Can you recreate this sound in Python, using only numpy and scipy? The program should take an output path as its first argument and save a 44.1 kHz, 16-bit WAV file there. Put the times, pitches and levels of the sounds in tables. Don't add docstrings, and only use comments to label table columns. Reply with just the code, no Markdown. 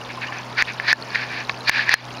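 import sys
import numpy as np
from scipy import signal
from scipy.fft import rfft, irfft
from scipy.io import wavfile

SR = 44100
rng = np.random.default_rng(int(sys.argv[2]) if len(sys.argv) > 2 else 0)


def unload_audio(sound):
    columns = np.transpose(np.atleast_2d(sound))
    steps = np.round(np.clip(columns, -1, 1) * 32767)
    wavfile.write(sys.argv[1], SR, steps.astype(np.int16))


N = 97020
TIME = np.arange(N) / SR
RING_ONSET_S = 0.0041


def from_db(db):
    return 10 ** (np.asarray(db) / 20)


def coloured(x, spectrum):
    points_hz, points_db = np.transpose(spectrum)
    hz = np.arange(N // 2 + 1) * SR / N
    curve_db = np.interp(np.log(hz + 1e-9), np.log(points_hz), points_db)
    cepstrum = irfft(np.log(from_db(curve_db)), N)
    cepstrum[1:N // 2] *= 2
    cepstrum[N // 2 + 1:] = 0
    shaped = irfft(rfft(x) * np.exp(rfft(cepstrum)), N)
    return shaped / np.sqrt(np.mean(shaped ** 2) + 1e-20)


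def drift(per_s):
    return np.interp(TIME * per_s, np.arange(N // 100), rng.standard_normal(N // 100))


def grains(per_s, spread_db):
    sizes = from_db(spread_db * np.minimum(rng.exponential(1, N), 5)) * rng.choice([-1, 1], N)
    return sizes * (rng.random(N) < per_s / SR)


def ring(clicks, hz, fade_s):
    decay, angle = from_db(-60 / (fade_s * SR)), 2 * np.pi * hz / SR
    return signal.lfilter([0, np.sin(angle)], [1, -2 * decay * np.cos(angle), decay ** 2], clicks + 1e-18)


def fade(t, fade_s):
    return np.exp(-np.log(1000) * t / fade_s)


def soft_ring(t, hz, fade_s):
    return (1 - fade(t, RING_ONSET_S)) * fade(t, fade_s) * np.sin(2 * np.pi * hz * t)


def pop(t, hz, length_s):
    age = np.log(1000) * t / length_s
    return age * np.exp(1 - age) * np.sin(2 * np.pi * hz * t)


def add(out, start_s, sound):
    i = int(start_s * SR)
    out[i:i + len(sound)] += sound[:N - i]


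def pump():
    # pitch_hz, level_db
    tones = [(122.8, -43), (245.6, -49.5)]
    waver_db, waver_radians, waver_per_s = 2, 0.36, 9.05
    hum = 0
    for hz, db in tones:
        height = np.sqrt(2) * from_db(db + waver_db * drift(waver_per_s))
        hum += height * np.sin(2 * np.pi * hz * TIME + waver_radians * drift(waver_per_s))
    return hum


def garden():
    # pitch_hz, level_db
    colour = [(20, -62), (45, -11), (100, -13.5), (170, -7), (260, -6.5), (500, -6.5), (950, -3),
              (1400, -9), (2000, -16), (2700, -15.5), (3600, -28), (5000, -19), (6500, -33), (7900, -31.5),
              (9200, -38.5), (11000, -39), (15500, -45)]
    return from_db(-36.5) * coloured(rng.standard_normal(N), colour)


def trickle():
    # pitch_hz, level_db
    colour = [(700, -4.5), (1100, 0.5), (2500, 1), (4400, 4), (6500, -2.5), (7900, -16), (9300, -11.5),
              (11000, -19), (14000, -26)]
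    pitches_hz, ring_cycles = np.geomspace(800, 11000, 48), 37
    clicks = grains(per_s=1500, spread_db=3.5)
    pitch_choice = (rng.random(N) * len(pitches_hz)).astype(int)
    bubbles = sum(ring(clicks * (pitch_choice == k), hz, ring_cycles / hz) * np.sqrt(hz)
                  for k, hz in enumerate(pitches_hz))
    return from_db(-41) * coloured(bubbles, colour)


def plips():
    # start_s, level_db, pitch_hz, fade_s
    bubbles = [(.013, -24.5, 2840, .025), (.175, -22, 1030, 0.057), (0.283, -22, 2890, 0.025),
               (.291, -24.5, 1030, 0.058), (0.385, -20.5, 6000, .011), (.654, -21, 3660, 0.012),
               (1.024, -15, 4350, 0.011), (1.495, -19, 1090, 0.047), (1.606, -27, 4080, 0.04),
               (1.653, -25, 4260, 0.027), (1.943, -17, 4200, 0.088), (2.146, -31, 2850, 0.05),
               (2.183, -26.5, 4030, 0.019)]
    out, t = np.zeros(N), TIME[:SR // 10]
    for start_s, db, hz, fade_s in bubbles:
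        add(out, start_s, from_db(db) * soft_ring(t, hz, fade_s))
    return out


def slurps():
    # (rise_s and fall_s are per 10 dB, before the start and after the end)
    gulps = [(0.103, 0.097, -30, 0.01, 0.015, 10, -13), (0.221, 0.238, -28.5, 0.0093, 0.017, 7, -6),
             (0.272, 0.277, -34, .02, 0.012, -10, 0), (0.332, 0.39, -33, 0.024, 0.025, 0.5, -4.5),
             (.582, 0.618, -15, 0.0089, 0.0091, -6, -1.5), (0.675, 0.701, -31, 0.008, 0.023, 6.5, -1),
             (0.86, .878, -27.5, 0.044, 0.0072, -4, -1.5), (0.883, 0.919, -15.5, 0.01, 0.0072, -7, 2.5),
             (1.15, 1.156, -21, 0.004, 0.0031, -1.5, 1.5), (1.173, 1.237, -26, 0.062, 0.019, -2, -1.5),
             (1.322, 1.414, -28.5, 0.038, 0.018, -0.5, -1.5), (1.685, 1.701, -15.5, 0.012, 0.0017, -5, 7),
             (1.715, 1.813, -20, 0.0037, 0.032, 0.5, 0), (1.89, 1.892, -18, 0.02, 0.0093, -2, -10),
             (1.904, 1.915, -19, 0.013, .005, 1.5, 4), (1.914, 1.942, -13.5, .005, 0.009, -1.5, 2.5),
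             (1.95, 2.005, -33.5, .01, 0.017, 3.5, 4)]
    # pitch_hz, level_db
    colour = [(150, -43.5), (400, -29.5), (850, -13.5), (1330, -11), (1730, 4.5), (2020, -4), (2400, 1.5),
              (3100, -13.5), (3850, -11), (4250, -9.5), (4750, -9), (5200, -18.5), (6300, -29), (7900, -47),
              (9300, -44.5), (15000, -58)]
    upper_hz, treble_hz = 2200, 3300
    fizz = coloured(grains(per_s=9000, spread_db=2.5), colour)
    highs, treble = [signal.sosfiltfilt(signal.butter(4, hz, "high", fs=SR, output="sos"), fizz)
                     for hz in (upper_hz, treble_hz)]
    bands = [fizz - highs, highs - treble, treble]
    power = 0
    for start_s, end_s, db, rise_s, fall_s, upper_db, treble_db in gulps:
        before_db = 10 * np.maximum(start_s - TIME, 0) / rise_s
        after_db = 10 * np.maximum(TIME - end_s, 0) / fall_s
        level = from_db(db - before_db - after_db)
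        power += np.outer(from_db([0, upper_db, treble_db]), level) ** 2
    return np.sum(np.sqrt(power) * bands, axis=0)


def smacks():
    # start_s, level_db, pitch_hz, length_s, snap_hz, snap_db, thud_db, ring_db
    closings = [(0.3241, -17, 1960, 0.0022, 3900, -23, -5, 2),
                (0.6232, 3.5, 1990, 0.0022, 4800, -15.5, -24, -14),
                (.7990, -8, 1910, 0.0028, 4030, -14, -14, 1.5), (0.9286, 3, 1665, 0.0056, 4370, -8, -10, 6),
                (1.1572, -4.5, 1980, 0.0035, 3970, -29, -34, -6),
                (1.4952, -8, 2420, 0.0037, 3650, -1, -9, -16),
                (1.4978, -10, 2000, 0.0023, 3700, -10, -26, 3.5),
                (1.695, 5.5, 2020, .003, 5600, -3, -11, 3.5),
                (1.7930, -9, 1700, 0.0085, 3960, -20, -52, -22),
                (1.8921, -4, 1860, 0.0028, 3920, -6, -26, -25),
                (1.8932, 0.5, 1916, 0.0041, 4200, -11.5, -42, -3),
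                (1.9404, 11, 1860, 0.0037, 3010, -1.5, -21.5, 1)]
    # pitch_hz, level_db, fade_s
    mouth_tones = [(1745, -13.5, 0.037), (2610, -23, 0.024)]
    out, t = np.zeros(N), TIME[:SR // 10]
    hollow = sum(from_db(db) * soft_ring(t, hz, fade_s) for hz, db, fade_s in mouth_tones)
    for start_s, db, hz, length_s, snap_hz, snap_db, thud_db, ring_db in closings:
        snap = from_db(snap_db) * pop(t, snap_hz, length_s=0.0014)
        thud = from_db(thud_db) * pop(t, hz=1060, length_s=0.0037)
        smack = pop(t, hz, length_s) + snap + thud + from_db(ring_db) * hollow
        add(out, start_s, from_db(db) * smack)
    return signal.sosfilt(signal.butter(2, [378, 6000], "band", fs=SR, output="sos"), out)


def smooth(x, lag_s):
    carry = np.exp(-1 / (lag_s * SR))
    return signal.lfilter([1 - carry], [1, -carry], x)


def gain_control(x):
    limit_db, recover_db_per_s = -13.5, 127
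    level_db = 10 * np.log10(smooth(x * x, lag_s=0.0039) + 1e-12)
    over_db = np.maximum(level_db - limit_db, 0)
    recovery_db = recover_db_per_s * TIME
    cut_db = np.maximum.accumulate(over_db + recovery_db) - recovery_db
    return x * from_db(-smooth(cut_db, lag_s=0.0021))


def scene():
    return (slurps() + smacks() + plips() + trickle() + pump() + garden())[None]


def record(dry):
    clip_level, dip_hz, bottom_hz, top_hz = 0.66, 7930, 19, 16200
    x = gain_control(dry[0])
    x = x / (1 + (x / clip_level) ** 6) ** (1 / 6)
    x = signal.lfilter(*signal.iirnotch(dip_hz, Q=6.3, fs=SR), x)
    x = signal.lfilter(*signal.butter(1, bottom_hz, "high", fs=SR), x)
    return signal.sosfilt(signal.cheby2(20, 60, top_hz, fs=SR, output="sos"), x)[None]


dry = scene()
out = record(dry)
unload_audio(out)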